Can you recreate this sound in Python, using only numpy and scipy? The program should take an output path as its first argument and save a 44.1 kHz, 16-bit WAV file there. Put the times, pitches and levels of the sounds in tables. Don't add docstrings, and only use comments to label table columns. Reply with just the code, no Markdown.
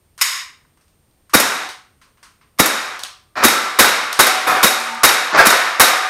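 import sys
import numpy as np
from scipy import signal
from scipy.fft import rfft, irfft, next_fast_len
from scipy.io import wavfile
from scipy.ndimage import uniform_filter1d, map_coordinates

SR = 44100
rng = np.random.default_rng(int(sys.argv[2]) if len(sys.argv) > 2 else 0)


def gain_from_db(level_db):
    decades = np.asarray(level_db, float) / 20
    return 10 ** decades


def put_to_file(sound):
    columns = np.atleast_2d(sound).T
    safe = np.clip(columns, -1, 1)
    whole_steps = np.round(safe * 32767)
    wavfile.write(sys.argv[1], SR, whole_steps.astype(np.int16))


N = 268569


def along(points, hz):
    f, value = np.transpose(points)
    return np.interp(np.log(hz + 1), np.log(f + 1), value)


def unit(x):
    return x / np.sqrt(np.mean(x ** 2) + 1e-20)


def coloured(x, gain):
    m = next_fast_len(len(x) + 2048)
    cepstrum = irfft(np.log(gain(np.fft.rfftfreq(m, 1 / SR)) + 1e-6), m)
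    cepstrum[1:m // 2] *= 2
    cepstrum[m // 2 + 1:] = 0
    response = np.exp(rfft(cepstrum))
    return irfft(rfft(x, m) * response, m)[:len(x)]


def add(track, s, x):
    part = track[round(s * SR):][:len(x)]
    part += x[:len(part)]


# f/Hz, t60/s, level/dB
ROOM_DECAY = [(100.1, .26, -9), (331.24, 0.32887, 0), (1030.9, 0.43863, -1.5), (2864.8, 0.41184, 1.5),
              (8127, 0.34132, 1), (14942, 0.28693, -7)]


def roomy(x, wet_db, source=None):
    source = x if source is None else source
    hz, t, noise = signal.stft(rng.standard_normal(SR * 3 // 4), SR, nperseg=256)
    t60 = along([(f, decay) for f, decay, _ in ROOM_DECAY], hz)[:, None]
    walls_db = along([(f, level) for f, _, level in ROOM_DECAY], hz)[:, None]
    tail = signal.istft(noise * gain_from_db(walls_db - 60 * t / t60), SR, nperseg=256)[1]
    tail *= 1 - np.exp(-np.arange(len(tail)) / SR / 0.0017)
    wet = signal.fftconvolve(source, tail / np.linalg.norm(tail))
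    return gain_from_db(wet_db) * wet + np.pad(x, (0, len(wet) - len(x)))


def resonant(spectrum, modes, hz):
    peaks = sum(gain_from_db(db) / (1 + ((hz - centre) / width) ** 2) for centre, width, db in modes)
    return gain_from_db(along(spectrum, hz)) + peaks


def blow(spectrum, modes, tilt, t60, rise, wet_db):
    t = np.arange(SR // 8) / SR
    spikes = rng.standard_normal(len(t)) * gain_from_db(3.7045 * rng.standard_normal(len(t)))
    burst = spikes * gain_from_db(-60 * t / t60) * (1 - np.exp(-t / rise)) ** 2
    burst = coloured(burst, lambda hz: resonant(spectrum, modes, hz) * gain_from_db(along(tilt, hz)))
    pulse = coloured(1. * (t == 0), lambda hz: resonant(spectrum, modes, hz) * gain_from_db(0.73 * along(tilt, hz)))
    pulse *= np.linalg.norm(burst) / np.linalg.norm(pulse)
    return roomy(burst, wet_db, pulse) / np.abs(burst).max()


# f/Hz, level/dB per Hz
ROOM_TONE = [(12, -29), (20, 1), (81, -18.5), (98, -16), (222, -22.5), (262, -24), (367, -25),
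             (1330, -34.5), (7520, -42), (8890, -42), (16000, -39)]
ROOM_TONE_DB = -56
WHINE_HZ, WHINE_DB = 8658, -75


def hush():
    def density(hz):
        drone = gain_from_db(-13.0) * 20 / np.hypot(20, 2 * (hz - 70))
        return gain_from_db(along(ROOM_TONE, hz)) + drone

    tone = unit(coloured(rng.standard_normal(N), density))
    whine = np.sin(2 * np.pi * WHINE_HZ * np.arange(N) / SR)
    return gain_from_db(ROOM_TONE_DB) * tone + gain_from_db(WHINE_DB + 6) * whine


# t/s, peak level/dB, treble level/dB, body level/dB, echo level/dB
TICKS = [(0.1779, -29.5, -6, -2.5, 5.5), (0.1882, -32, -8.5, 9.5, 9.5), (0.649, -48.5, -18.5, 17.5, -4),
         (0.7727, -46, -11.5, 7, -1.5), (0.8093, -53.5, -10.5, 0.5, 8.5), (0.8803, -48.5, -11.5, -5.5, 1),
         (1.1105, -54.5, -19.5, -21, -2.5), (1.295, -35, -5.5, 10.5, 6), (1.6888, -21.5, -16.5, -8, 3.5),
         (2.0143, -42.5, -16, 2.5, 10.5), (2.1724, -47.5, -17.5, 6.5, 5.5), (2.2282, -35.5, -9, 4.5, 10),
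         (2.4114, -45, -25, 6, 5), (2.578, -41, -18.5, 5.5, 5.5), (2.9916, -22, -16.5, -14, 2.5),
         (3.0347, -9.5, -17.5, -18, -5.5), (3.048, -19.5, -25.5, -5, 2), (4.1279, -8.5, -15, -11.5, -3.5),
         (4.7999, -18, 6, -11, 1.5), (4.8575, -16, -16.5, 15, 3.5), (4.9485, -23, 14, -6, -17),
         (5.1804, -26, -16.5, 5, -1.5), (5.3983, -9.5, -6.5, -7.5, -4)]
# f/Hz, level/dB per Hz
CLICK_SPECTRUM = [(120, -75.5), (200, -45), (777, -30.5), (1040, 1.5), (1560, -4.5), (1870, -6.5),
                  (3370, -9), (3760, -10), (4270, -7.5), (6640, -8.5), (7270, -15), (8270, -7.5),
                  (16000, -19)]
TICK_LOW_DB, BODY_DEEPENS = 26.5, .45


def ticks(air):
    out = np.zeros(N)
    for s, db, treble_db, body_db, wet_db in TICKS:
        low_db = TICK_LOW_DB + BODY_DEEPENS * body_db
        tilt = [(300, low_db - 5), (700, low_db), (1050, body_db), (2200, body_db),
                (3500, 0.0036), (8000, treble_db + 9.5)]
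        click = blow(CLICK_SPECTRUM, [], tilt, t60=0.014, rise=.0004, wet_db=wet_db)
        add(out, s, gain_from_db(db - 0.5) * air(s) * click)
    return out


# t/s, peak level/dB, burst t60/s, echo level/dB
RACK = [
    (0.203, -26.5, 0.04905, 0.5),
    (0.2114, 0, 0.05666, -0.5),
    (0.2162, -2, .03, -2),
    (0.22, -4.5, .03, -6.5),
    (1.3333, -19, .04, 0),
    (2.586, -15.5, 0.045, -1),
]
# f/Hz, width/Hz, level/dB
CATCH_MODES = [(1075.8, 210, -8.5), (2039.8, 630, 0.5), (2921.2, 240, -9), (3754.7, 280, -2),
               (5148.5, 670, 1), (6731, 470, -0.5), (8208, 1200, -8), (10685, 550, -6), (12230, 2300, -5),
               (15018, 590, -15)]


def rack(air):
    out = np.zeros(N)
    modes = [(hz, width / 2, db + 5.5) for hz, width, db in CATCH_MODES]
    tilt = [(300, -2.5), (600, 3.0), (900, 2)]
    for s, db, t60, wet_db in RACK:
        click = blow(CLICK_SPECTRUM, modes, tilt, t60, rise=0.00084, wet_db=wet_db)
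        add(out, s, gain_from_db(db) * air(s) * click)
    return out


# f/Hz, level/dB per Hz
METAL_SPECTRUM = [(24, -60), (40, -21.5), (81, -13.5), (130, -18.5), (226, -7.5), (455, -6), (516, -4),
                  (790, -5.5), (1410, 0), (2910, -16.5), (3830, -21.5), (4130, -12.5), (7540, -30.5),
                  (11300, -17), (16000, -30.5)]
# f/Hz, width/Hz, level/dB
FRAME_MODES = [(1473.2, 630, -3), (2186.7, 150, -2.5), (3755.1, 77, 6.5), (5364.3, 260, -3),
               (6770.4, 220, -8.5), (8469.8, 350, -7.5), (11045, 120, -6), (11661, 120, -15.5),
               (11929, 260, -12.5), (14650, 1900, -15)]


def blows(table, air, gain_db, wet_db, rise):
    out = np.zeros(N)
    modes = [(hz, 2.1783 * width, db - 11) for hz, width, db in FRAME_MODES]
    for s, db, treble_db, thump_db, ring_db, t60 in table:
        tilt = [(70, thump_db + 15.5), (250, thump_db + 24), (600, 0.0041), (3300, 0.007),
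                (3800, ring_db + 18.5), (4400, 0.0098), (6500, treble_db + 12)]
        knock = blow(METAL_SPECTRUM, modes, tilt, t60, rise, wet_db)
        add(out, s, gain_from_db(db + gain_db) * air(s) * knock)
    return out


# t/s, gas blast level/dB, gain reduction level/dB, slide back after t/s, slide home after t/s
SHOTS = [
    (1.3358, -3, 31, .0105, .035),
    (2.5903, -4, 36.5, .0075, .029),
    (3.436, -1.5, 40.5, .011, .030),
    (3.7882, 1, 44.5, .0145, .0395),
    (4.191, 0, 59, .013, .040),
    (4.6286, -0.5, 39.5, .0145, .0415),
    (5.033, 1, 39, .015, .043),
    (5.453, -7, 32.5, .014, .041),
    (5.797, 1, 39.5, .017, .043),
]
# peak level/dB, treble level/dB, thump level/dB, slide ring level/dB, burst t60/s
BLAST = (-0.5, -6.5, -30.5, -20, 0.2368)
PUFF = (2.5, -12, -23, -21, 0.0549)
BACK = (2.5, -5, -14, -21.5, 0.0605)
HOME = (0.5, -5, -25, -18, 0.0002)
PUFF_S = .005
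THUMP_FADE_DB = 1.5146


def pistol(air):
    knocks = []
    for k, (s, gas_db, _, back, home) in enumerate(SHOTS):
        parts = [(0, gas_db, BLAST), (PUFF_S, gas_db, PUFF), (back, 0, BACK), (home, 0, HOME)]
        for after, gain_db, (db, treble_db, thump_db, ring_db, t60) in parts:
            thump_db = thump_db - THUMP_FADE_DB * (k - 4)
            knocks.append((s + after, gain_db + db, treble_db, thump_db, ring_db, t60))
    return blows(knocks, air, gain_db=3, wet_db=-5.5, rise=0.0009)


BARREL_HZ, BARREL_DB, BARREL_T60_S = 1160, -3, .05


def barrel(air):
    out = np.zeros(N)
    t = np.arange(SR // 8) / SR
    for s, gas_db, *_ in SHOTS:
        hz = BARREL_HZ * (1 + .03 * rng.standard_normal())
        envelope = gain_from_db(BARREL_DB + gas_db - 60 * t / BARREL_T60_S) * (1 - np.exp(-t / 0.0017))
        add(out, s, air(s) * envelope * np.sin(2 * np.pi * hz * t))
    return out


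SLIDE_HZ, SLIDE_DB, SLIDE_T60_S = 3790, -8.5, 0.067
RING_GROWS_DB = 0.235


def slide_ring(air):
    out = np.zeros(N)
    t = np.arange(SR // 4) / SR
    for k, (s, _, _, back, home) in enumerate(SHOTS):
        level_db = SLIDE_DB + RING_GROWS_DB * (k - 6)
        for stop in (s + back, s + home):
            envelope = gain_from_db(level_db - 60 * t / SLIDE_T60_S) * (1 - np.exp(-t / .001))
            note = envelope * np.sin(2 * np.pi * SLIDE_HZ * t)
            add(out, stop, air(stop) * roomy(note, wet_db=-13.5))
    return out


# t/s, peak level/dB, treble level/dB, stand ring level/dB
STRIKES = [(1.399, 2, -4, -39.5), (2.659, 2.5, -4.5, -40), (3.482, -1, -10.5, -37.5),
           (3.844, -1, -24, -36.5), (3.882, -12.5, -11, -42), (4.259, -8, -9, -25.5),
           (4.268, -1, -10, -48.5), (4.699, -13.5, -8, -29), (5.091, -3, -15.5, -36), (5.503, 0.5, -9, -52),
           (5.527, 1.5, -23.5, -40), (5.833, -2, -8.5, -45), (5.878, -3, -29.5, -26)]
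STRIKE_THUMP_DB, STRIKE_RING_DB, STRIKE_T60_S = -32, -27, .065
RAIL_HZ, RAIL_T60_S = 752, 0.54946
# t/s, f/Hz, level/dB, t60/s
PLATE_RINGS = [(1.4, 1471, -40.5, 0.26), (2.659, 1188, -52.5, 0.8248), (3.48, 1300, -34, .4),
               (3.5, 1340, -20, 0.4075), (3.5, 1182, -26.5, 0.592), (4.262, 231, -47, 0.4867),
               (5.3, 1090, -29.5, .45), (4.26, 2030, -23.5, 0.3051), (4.464, 746, -15, 0.2932),
               (4.699, 234.1, -42, 0.6105), (4.7, 900, -39, 0.8536), (4.698, 1220, -37, 0.6583),
               (4.701, 1485, -35.5, 0.4628), (5.389, 1636, 2, 0.0817), (5.5, 1790, -21, 0.3912),
               (5.881, 1210, -26.5, 0.6)]


def pellets(air):
    strikes = [(s, db, treble_db, STRIKE_THUMP_DB, STRIKE_RING_DB, STRIKE_T60_S)
               for s, db, treble_db, _ in STRIKES]
    out = blows(strikes, air, gain_db=-1.0, wet_db=-4.5, rise=0.00019)
    t = np.arange(SR) / SR
    swell = 1 - np.exp(-t / 0.0059)
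    rail = [(s, RAIL_HZ, ring_db, RAIL_T60_S) for s, _, _, ring_db in STRIKES]
    for s, hz, db, t60 in rail + PLATE_RINGS:
        flutter = map_coordinates(rng.standard_normal(40), [t * 38])
        envelope = gain_from_db(db + 4.4 * flutter - 60 * t / t60) * swell
        add(out, s, air(s) * envelope * np.sin(2 * np.pi * hz * t))
    return out


# t/s, rise time/s, length/s, rattle level/dB, treble level/dB
TOPPLES = [
    (3.355, 0.02008, .07, -17.5, -26),
    (3.421, 0.0057, 0.017, -10.5, -24.5),
    (4.463, 0.0123, .07, -12, -10),
    (4.524, 0.056, 0.049, -13, -16),
    (5.323, .04, .046, -7, -40),
    (5.368, 0.02, .05, -2, -17),
]
# f/Hz, level/dB per Hz
WOOD_SPECTRUM = [(47, -53), (80, -28), (550, -10), (980, -7.5), (1140, -3.5), (2490, -14), (2780, -23),
                 (5640, -20.5), (16000, -44.5)]
TOPPLE_RISE_DB, TOPPLE_SAG_DB = 12, 92


def topple(air):
    out = np.zeros(N)
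    shell = [(hz, 1.7 * width, db - 12.5) for hz, width, db in FRAME_MODES]
    for s, rise, length, db, treble_db in TOPPLES:
        t = np.arange(0, length, 1 / SR)
        fall_db = np.maximum(TOPPLE_RISE_DB * (1 - t / rise), TOPPLE_SAG_DB * (t - rise))
        knocks = rng.standard_normal(len(t)) * (rng.random(len(t)) < 6000 / SR)
        body = unit(coloured(knocks, lambda hz: gain_from_db(along(WOOD_SPECTRUM, hz)) / (1 + (hz / 6500) ** 4)))
        edge = unit(coloured(knocks, lambda hz: resonant(METAL_SPECTRUM, shell, hz)
                             / (1 + (4300 / (hz + 1)) ** 4)))
        mix = body + gain_from_db(treble_db - .4 * fall_db) * edge
        rattle = gain_from_db(db - fall_db - 2.5) * air(s + t - .002) * mix
        add(out, s, roomy(rattle, wet_db=-3.0))
    return out


# t/s, gain reduction level/dB
DUCKS = [
    (.211, 18),
    (2.586, 26.5),
    (3.034, 2.5),
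    (3.354, 14.5),
    (3.4, 13.5),
    (4.464, 24.5),
    (4.53, 23),
    (5.323, 22),
    (5.367, 28.5),
    (5.39, 36.5),
]
RECOVERY_DB = 96
LATE_S, LATE_DB = 0.02, 2.5447


def gain_cut_db():
    t = np.arange(N) / SR
    ducks = DUCKS + [(s, depth) for s, _, depth, _, _ in SHOTS]
    ramps = []
    for s, depth in ducks:
        ramp = depth - RECOVERY_DB * (t - s) - LATE_DB * (t < s + LATE_S)
        ramps.append(ramp * (t > s))
    return uniform_filter1d(np.maximum(np.max(ramps, axis=0), 0), size=88)


def scene():
    reduction_db = gain_cut_db()

    def air(s):
        return gain_from_db(reduction_db[np.round((s + .002) * SR).astype(int)])

    small = ticks(air) + rack(air)
    shots = pistol(air) + barrel(air) + slide_ring(air)
    targets = pellets(air) + topple(air)
    return (small + shots + targets)[None]


def low_pass(x):
    return signal.sosfilt(signal.butter(12, 15950, fs=SR, output="sos"), x)


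def record(dry):
    x = dry * gain_from_db(-gain_cut_db()) + hush()
    x = signal.lfilter(*signal.butter(2, 60 / (SR / 2), "high"), x)
    x = signal.sosfilt(signal.cheby2(10, 40, 16200, fs=SR, output="sos"), x)
    x = x / (1 + np.abs(x / .93) ** 16) ** (1 / 16)
    return low_pass(x)


dry = scene()
out = record(dry)
put_to_file(out)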